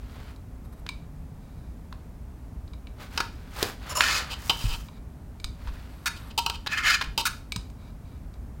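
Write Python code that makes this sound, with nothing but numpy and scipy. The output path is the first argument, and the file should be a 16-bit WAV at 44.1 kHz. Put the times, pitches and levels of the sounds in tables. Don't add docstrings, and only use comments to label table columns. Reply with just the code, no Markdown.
import sys
import numpy as np
from scipy import signal
from scipy.fft import rfft, irfft
from scipy.io import wavfile
from scipy.ndimage import uniform_filter1d

SR = 44100
rng = np.random.default_rng(int(sys.argv[2]) if len(sys.argv) > 2 else 0)


def bounce(signal):
    frames = np.transpose(np.atleast_2d(signal))
    limited = np.clip(frames, -1, 1)
    pcm = np.round(limited * 32767).astype(np.int16)
    wavfile.write(sys.argv[1], SR, pcm)


N = 379258
TIME = np.arange(N) / SR
RING_TIME = TIME[:SR // 2]


def from_db(db):
    return 10 ** (np.asarray(db) / 20)


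def rms(x):
    return np.sqrt(np.mean(x ** 2) + 1e-20)


def unit_energy(x):
    return x / np.linalg.norm(x)


def add(track, start_s, sound):
    start = max(round(start_s * SR), 0)
    track[start:start + len(sound)] += sound[:N - start]


def decay(t60_s):
    return np.exp(-np.log(1000) * RING_TIME / t60_s)


def damped_sine(hz, t60_s):
    return np.sin(2 * np.pi * hz * RING_TIME) * decay(t60_s)


def movement(start_s, swell_s, hold_s, release_s, curve=1.84):
    end_s = start_s + swell_s + hold_s + release_s
    ramps = np.minimum((TIME - start_s) / swell_s, (end_s - TIME) / release_s)
    return np.clip(ramps, 0, 1) ** curve


def shaped(x, spectrum):
    hz, db = np.transpose(spectrum)
    bins = np.maximum(np.fft.rfftfreq(len(x), 1 / SR), 1)
    gain = from_db(np.interp(np.log(bins), np.log(hz), db))
    coloured = irfft(rfft(x) * gain, len(x))
    return coloured / rms(coloured)


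def whitened(x):
    return irfft(np.exp(1j * np.angle(rfft(x))), len(x))


def emphasis(x, db, hz, kind):
    b, a = signal.butter(1, hz, kind, fs=SR)
    boost = a + (from_db(abs(db)) - 1) * b
    return signal.lfilter(boost, a, x) if db > 0 else signal.lfilter(a, boost, x)


def narrow_noise(hz, width_hz):
    bins = np.fft.rfftfreq(N, 1 / SR)
    band = irfft(rfft(rng.standard_normal(N)) / (1 + ((bins - hz) / width_hz) ** 2), N)
    return band / rms(band)


def wander(samples):
    drift = uniform_filter1d(rng.standard_normal(len(RING_TIME)), size=samples)
    return drift / rms(drift)


def slips(size, per_s, spread_db):
    signs = rng.choice([-1, 1], size)
    strengths = from_db(spread_db * np.minimum(rng.exponential(1, size), 4))
    jerks = signs * strengths * (rng.random(size) < per_s / SR)
    return jerks / rms(jerks)


def metal_body(modes, clash_eq, clash_db, clash_t60_s):
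    ring = sum((-1) ** k * from_db(db) * unit_energy(damped_sine(hz, t60_s))
               for k, (hz, db, t60_s) in enumerate(modes))
    fade = decay(clash_t60_s)
    clash = rng.standard_normal(len(RING_TIME)) * fade
    for _ in range(2):
        clash = shaped(whitened(clash), clash_eq) * np.minimum(10 * fade, 1)
    return unit_energy(unit_energy(ring) + from_db(clash_db) * unit_energy(clash))


def touch_colour(x, bass_db, middle_db, treble_db):
    x = emphasis(x, bass_db, 950, "low")
    x = emphasis(x, middle_db, [1250, 1950], "band")
    return unit_energy(emphasis(x, treble_db, 5200, "high"))


def rubbed(response, length_s, swell_s, judder_db=0.2):
    touching = np.clip((length_s - RING_TIME) / 0.0027 + 1, 0, 1)
    pressure = np.clip(RING_TIME / swell_s, 0, 1) * touching
    catches = from_db(judder_db * wander(130))
    jerks = pressure * catches * slips(len(RING_TIME), per_s=3500, spread_db=1.0)
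    force = whitened(jerks) * touching
    ringing = signal.fftconvolve(force, response)[:len(response)]
    return unit_energy(ringing) * np.linalg.norm(pressure)


def strokes(rows, response, swell_share):
    out = np.zeros(N)
    for start_s, length_s, level_db, *treble_db in rows:
        spot = touch_colour(response, 0, 0, *treble_db) if treble_db else response
        add(out, start_s, from_db(level_db) * rubbed(spot, length_s, swell_share * length_s))
    return out


def contact(response, knock_db, skid_s, skid_db, favoured_hz, boost_db, *colour):
    favoured = emphasis(response, boost_db, [favoured_hz * .92, favoured_hz / .92], "band")
    spot = touch_colour(favoured, *colour)
    knock = spot / rms(spot[:SR // 200])
    return from_db(knock_db) * knock + from_db(skid_db) * rubbed(spot, skid_s, swell_s=0.00032)


def dragged(curve, response, dull_hz, bright_hz, bright_db, judder_db, edge_s=0.00098, travel=0.27):
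    times_s, level_db, brightness_db = np.transpose(curve)
    t = times_s[0] + RING_TIME
    catches = from_db(judder_db * wander(130))
    path = uniform_filter1d(wander(4000), size=800)
    jerks = whitened(slips(len(t), per_s=3000, spread_db=3) * catches)
    echo_delay_s = edge_s * (1 + travel * path)
    jerks = jerks + 0.38 * np.interp(t - echo_delay_s, t, jerks)
    force = jerks / rms(jerks) * from_db(np.interp(t, times_s, level_db)) * (t < times_s[-1])
    bright_force = force * from_db(np.interp(t, times_s, brightness_db) + bright_db)
    dull_band = signal.butter(2, dull_hz, "band", fs=SR, output="sos")
    bright_band = signal.butter(3, bright_hz, "high", fs=SR, output="sos")
    dull = signal.fftconvolve(force, unit_energy(signal.sosfilt(dull_band, response)))
    bright = signal.fftconvolve(bright_force, unit_energy(signal.sosfilt(bright_band, response)))
    return dull + bright + from_db(-10) * signal.fftconvolve(force, response)


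def room_tone(rumble_db=-41.5, hum_db=-49.5):
    # frequency_hz, gain_db
    rumble_eq = [(12, -50), (20, -15.5), (58, 2.5), (98, -6), (216, -14.5), (248, -13.5), (337, -29.5),
                 (434, -22.5), (472, -28), (607, -26.5), (660, -26.5), (2460, -42.5), (2910, -46),
                 (3840, -47.5), (16000, -51)]
    # pitch_hz, width_hz, level_db
    resonances = [(28, 3, -54.5), (52, 11, -47.5), (80.4, 11, -55.5), (161.5, 39, -61.5), (262.7, 74, -57)]
    rumble = from_db(rumble_db) * shaped(rng.standard_normal(N), rumble_eq)
    drone = sum(from_db(db) * narrow_noise(hz, width_hz) for hz, width_hz, db in resonances)
    swell = movement(start_s=0.77, swell_s=0.21, hold_s=0.51, release_s=0.31)
    hum = from_db(hum_db) * swell * narrow_noise(hz=161, width_hz=12)
    return rumble + drone + hum


def kitchen_echo(x, t60_s=0.35, build_s=0.0075):
    # frequency_hz, gain_db
    echo_eq = [(100, 0.5), (1000, -2), (4500, -2.5), (9000, -3.5), (16000, -8.5)]
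    envelope = decay(t60_s) * (1 - np.exp(-RING_TIME / build_s))
    tail = shaped(rng.standard_normal(len(RING_TIME)), echo_eq) * envelope
    return signal.fftconvolve(x, unit_energy(tail))[:N]


def squash_sliding(waver_db=1.0):
    # start_s, swell_s, glide_s, release_s, rub_db, fizz_db
    shoves = [(-.2, 0.36, 0.14, .08, -53.5, -64), (2.951, 0.062, 0.015, 0.11, -45, -55.5),
              (3.08, 0.062, 0.079, 0.1, -45, -53), (3.24, 0.086, 0.19, 0.093, -57.5, -66.5),
              (3.488, 0.14, 0.017, .14, -33.5, -40), (3.74, 0.15, .04, 0.046, -40.5, -52.5),
              (3.94, 0.053, .19, 0.35, -38, -54.5), (4.331, 0.12, 0.25, 0.27, -47.5, -46),
              (5.48, 0.16, 0.13, 0.66, -53.5, -63), (6.0, 0.19, 0.11, 0.064, -55, -70)]
    # frequency_hz, gain_db
    rub_eq = [(150, -20), (350, -1), (600, 2), (1400, 4.5), (2200, 0), (3200, -3), (4600, -5), (6500, -26),
              (10000, -25.5)]
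    fizz_eq = [(2500, -41), (5000, -0.5), (7000, -3), (10000, -7.5), (16000, -6)]
    rub = shaped(slips(N, per_s=3000, spread_db=2.0), rub_eq)
    fizz = shaped(slips(N, per_s=4000, spread_db=4.0), fizz_eq)
    grip = from_db(waver_db * narrow_noise(hz=0, width_hz=37))
    return grip * sum(movement(*timing) * (from_db(rub_db) * rub + from_db(fizz_db) * fizz)
                      for *timing, rub_db, fizz_db in shoves)


def squash_thumps(octave_off_db=-14, attack_s=0.0041):
    # start_s, strength_db, pitch_hz
    landings = [(4.641, -11, 73.2), (4.694, -20.5, 26.2), (5.442, -28.5, 26.5), (5.675, -28.5, 44.7),
                (5.714, -34, 27), (7.071, -28, 48.3), (7.56, -23.5, 120)]
    # pitch_hz, gain_db, t60_s
    table_modes = [(27.4, 2.5, 0.23), (45.5, 2, 0.35), (109, 1, 0.11), (166, 6, 0.059)]
    attack = 1 - np.exp(-RING_TIME / attack_s)
    out = np.zeros(N)
    for start_s, strength_db, pitch_hz in landings:
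        for hz, mode_db, t60_s in table_modes:
            gain = from_db(strength_db + mode_db + octave_off_db * np.log2(hz / pitch_hz) ** 2)
            add(out, start_s, gain * damped_sine(hz, t60_s) * attack)
    return out


def tongs(bass_db=-7, middle_db=-6, skid_s=0.0034, skid_below_db=4):
    # pitch_hz, energy_db, t60_s
    arm_modes = [(1110, -3, 0.037), (2297, 8, 0.018), (2240, -12, .07), (2745, -7, 0.053), (3883, 6, 0.014),
                 (3880, -6, .12), (4350, -9, 0.017), (5010, -2, 0.022), (5000, -9, .11), (6920, -16, 0.026),
                 (8250, -9, 0.043)]
    joint_modes = [(3800, -7, 0.087), (7740, -5, 0.026), (9100, -3, .03), (11800, 1, .015)]
    # frequency_hz, gain_db
    clash_eq = [(300, -57), (1000, 19.5), (1500, 11.5), (2300, 6), (3000, -9), (4000, 3.5), (5800, -2),
                (8000, -6.5), (10000, -13.5), (16000, -18)]
    # start_s, length_s, level_db
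    rubs = [(1.36, 0.33, -68), (4.91, 0.072, -60.5), (7.77, 0.14, -61), (8.02, 0.16, -64.5)]
    chirps = [(.643, 0.015, -57.5), (.722, 0.016, -56.5), (.775, .023, -60.5), (5.89, 0.24, -63),
              (6.155, 0.14, -57.5)]
    # start_s, level_db, favoured_hz, boost_db, treble_db
    clicks = [(.3617, -56, 3700, 5, 13), (0.8899, -30.5, 2340, 9.5, 4), (2.678, -56, 4400, 10, 3),
              (2.7346, -49, 4300, 5, -7), (2.8710, -46.5, 2750, 17, -7), (4.8855, -48, 3050, 9, -16),
              (5.4, -47, 1950, 11, 14), (5.4432, -30.5, 4860, 1.5, 7.5), (7.5212, -27.5, 2480, 13, 18),
              (7.561, -30, 3700, -2.5, 9), (7.7005, -54.5, 4000, -11, 6), (8.34, -57, 2400, 3.5, 10.5)]
    arms = metal_body(arm_modes, clash_eq, clash_db=2, clash_t60_s=0.02)
    joint = metal_body(joint_modes, clash_eq, clash_db=3.5, clash_t60_s=.012)
    out = strokes(rubs, arms, swell_share=.25) + strokes(chirps, joint, swell_share=0.13)
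    for start_s, level_db, favoured_hz, boost_db, treble_db in clicks:
        click = contact(arms, level_db, skid_s, level_db - skid_below_db,
                        favoured_hz, boost_db, bass_db, middle_db, treble_db)
        add(out, start_s, click)
    return out


def tray(pressed_ring_share=0.43):
    # pitch_hz, energy_db, t60_s
    modes = [(430, -21, .1), (720, -16, .08), (942, -11, .1), (1070, -11, .06), (1315, -7, .1),
             (1430, -8, .08), (1541, 0, .14), (1692, -3, .1), (1860, -2, .11), (2020, -8, .08),
             (2159, -3, .09), (2328, -4, .11), (2405, -5, .12), (2457, -6, .12), (2559, -2, .14),
             (2720, -7, .1), (2949, -6, .08), (3161, -8, .09), (3850, -10, .12), (4400, -12, .07),
             (4920, -9, .05), (5860, -15, .07), (6730, -13, .06), (7300, -16, .04), (9100, -19, .07)]
    # frequency_hz, gain_db
    clash_eq = [(150, -34.5), (380, -0.5), (560, -8), (800, 0.5), (1500, 4.5), (2100, -2.5), (2700, -3),
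                (3500, -0.5), (5000, -7), (6000, -16.5), (7500, -19.5), (10000, -26.5), (16000, -29.5)]
    # start_s, knock_db, skid_s, skid_db, favoured_hz, boost_db, bass_db, middle_db, treble_db
    knocks = [(0.865, -37.5, .002, -56, 4400, 1, 6, -1, 8),
              (1.9263, -43, 0.00063, -38.5, 1030, 20, 3, -2, 25),
              (3.6278, -17.5, 0.0022, -36, 417, 10.5, 4, -24.5, 7),
              (4.0074, -11.5, .002, -22, 2810, 5.6, 2, 11, 11.5),
              (5.6734, -41, 0.02, -45, 1010, 12.5, 10, -1, 9),
              (6.663, -35, 0.0072, -36, 3800, -7, 11, -1, 17),
              (6.6690, -34, 0.0064, -25, 3960, 6, -2.5, -4, 1.5),
              (7.0119, -27, 0.0127, -26, 990, 6, -2.5, 5, 7)]
    # time_s, relative_level_db, brightness_db
    flip_drag = [(4.016, -20, -8), (4.022, -21, -5.5), (4.18, -26, 1.5), (4.21, -33.5, -6),
                 (4.25, -48, 2.5)]
    push_drag = [(6.69, -39, -12), (6.708, -39, -6), (6.724, -23, -8.5), (6.76, -32.5, -12),
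                 (6.78, -23, -9.5), (6.822, -38.5, -10), (6.844, -21, -10), (6.882, -18, -5),
                 (6.936, -25, -3.5), (6.946, -22, -2), (6.975, -37, -16)]
    pressed_modes = [(hz, db, t60_s * pressed_ring_share) for hz, db, t60_s in modes]
    pressed = metal_body(pressed_modes, clash_eq, clash_db=4, clash_t60_s=.018)
    struck = metal_body(modes, clash_eq, clash_db=10, clash_t60_s=.012)
    out = np.zeros(N)
    for start_s, *blow in knocks:
        add(out, start_s, contact(struck, *blow))
    flip = dragged(flip_drag, pressed, dull_hz=(1150, 3200), bright_hz=5000, bright_db=1.5, judder_db=-1)
    push = dragged(push_drag, pressed, dull_hz=(1310, 2950), bright_hz=4120, bright_db=1, judder_db=2.2)
    add(out, flip_drag[0][0], from_db(-5.0) * flip)
    add(out, push_drag[0][0], from_db(-1.5) * push)
    return out


def fork():
    # pitch_hz, energy_db, t60_s
    fork_modes = [(430, -20, .08), (735, -17, .08), (900, -9, .04), (945, -4, .13), (1090, -11, .06),
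                  (1345, -8, .07), (1470, -12, .07), (2560, -8, .1), (2850, -8, .07), (3030, -7, .05),
                  (3165, -6, .07), (3677, -13, .1), (4054, -11, .08), (4400, -11, .06), (4900, -8, .06),
                  (5630, -17, .07), (6250, -16, .05), (8100, -17, .055)]
    tine_modes = [(930, -5, 0.11), (1320, -13, 0.078), (1434, 4, 0.029), (1370, -9, 0.12),
                  (1690, -3.5, .09), (2230, -7, 0.046), (2430, -6.5, 0.12), (3750, 1.5, 0.13),
                  (4520, -1, 0.1), (5130, -22.5, 0.11), (5300, -46.5, .06), (6600, 3.5, 0.042),
                  (8400, -1.5, 0.07), (9560, 0.5, .04)]
    squeak_modes = [(596, -9.5, .04), (990, -2, .06), (1220, -5.5, 0.015), (2900, -8, .03),
                    (5260, -4, .025), (7070, -5.5, .016), (10900, -9, .006)]
    # frequency_hz, gain_db
    fork_clash_eq = [(150, -17), (340, -15.5), (520, -5), (680, -12.5), (950, 2.5), (1400, 1),
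                     (1700, -12.5), (2100, -12), (2600, 4.5), (3200, -2.5), (4700, -0.5), (5600, -8.5),
                     (8000, -8), (10500, -17.5), (16000, -15.5)]
    tine_clash_eq = [(200, -28.5), (800, -8.5), (1300, 1), (2000, -10.5), (2500, 3), (3000, -6), (4500, 3),
                     (7000, -4), (11000, -9), (16000, -8)]
    # start_s, length_s, level_db, treble_db
    rubs = [(4.298, 0.041, -34, -1), (4.57, 0.1, -39.5, 4), (4.675, 0.079, -36, -4),
            (6.157, 0.02, -46.5, 10), (6.300, 0.0154, -46, -4), (6.533, 0.027, -40, -4),
            (7.036, 0.0087, -37, -3)]
    # start_s, length_s, level_db
    squeaks = [(3.893, 0.035, -35.5), (3.951, 0.074, -29), (3.969, 0.008, -24)]
    # start_s, knock_db, skid_s, skid_db, favoured_hz, boost_db,
    # bass_db, middle_db, treble_db, tip_share (0-1, the part taken by the tine tips)
    clanks = [(3.1760, -21.5, 0.0037, -48, 5370, 9.5, 19, 10, 7, 0.44),
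              (3.2030, -20.5, 0.0051, -31.5, 5030, 7.4, 13, 2.5, -22.5, 0.92),
              (4.4955, -16.5, 0.011, -18.5, 3060, 6, -0.5, -2.5, -9.5, 0.2),
              (6.0585, -25.5, 0.021, -25, 1750, 15.5, 2.5, -3, -4, 1),
              (6.3775, -23.5, 0.014, -22, 883, 10, 2.5, -2, 6.5, 0.07),
              (6.4622, -22, 0.00085, -17.5, 960, 12, 1.5, -4, -1, 0.2),
              (6.4980, -24.5, .003, -47, 4300, 3, 11, 5, 7, 0.03),
              (7.1770, -20.5, 0.035, -27, 920, 4.5, 2, -6, -1, 0.27),
              (7.2535, -25, .023, -23, 6720, -0.5, 6.5, 14, 10.5, 1)]
    whole = metal_body(fork_modes, fork_clash_eq, clash_db=2.0, clash_t60_s=0.018)
    tines = metal_body(tine_modes, tine_clash_eq, clash_db=4.5, clash_t60_s=0.031)
    loaded_tines = metal_body(squeak_modes, tine_clash_eq, clash_db=-5.5, clash_t60_s=0.006)
    rubbing = touch_colour(whole, bass_db=-8, middle_db=3.5, treble_db=-4.5)
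    out = strokes(rubs, rubbing, swell_share=0.35) + strokes(squeaks, loaded_tines, swell_share=.025)
    for start_s, *blow, tip_share in clanks:
        response = (1 - tip_share) * whole + tip_share * tines
        add(out, start_s, contact(response, *blow))
    return out


def scene(echo_db=-13):
    near = tray() + fork() + tongs() + squash_sliding()
    return (near + from_db(echo_db) * kitchen_echo(near) + squash_thumps() + room_tone())[None]


def record(dry, cutoff_hz=16100):
    return signal.sosfilt(signal.ellip(12, .1, 80, cutoff_hz, fs=SR, output="sos"), dry)


dry = scene()
out = record(dry)
bounce(out)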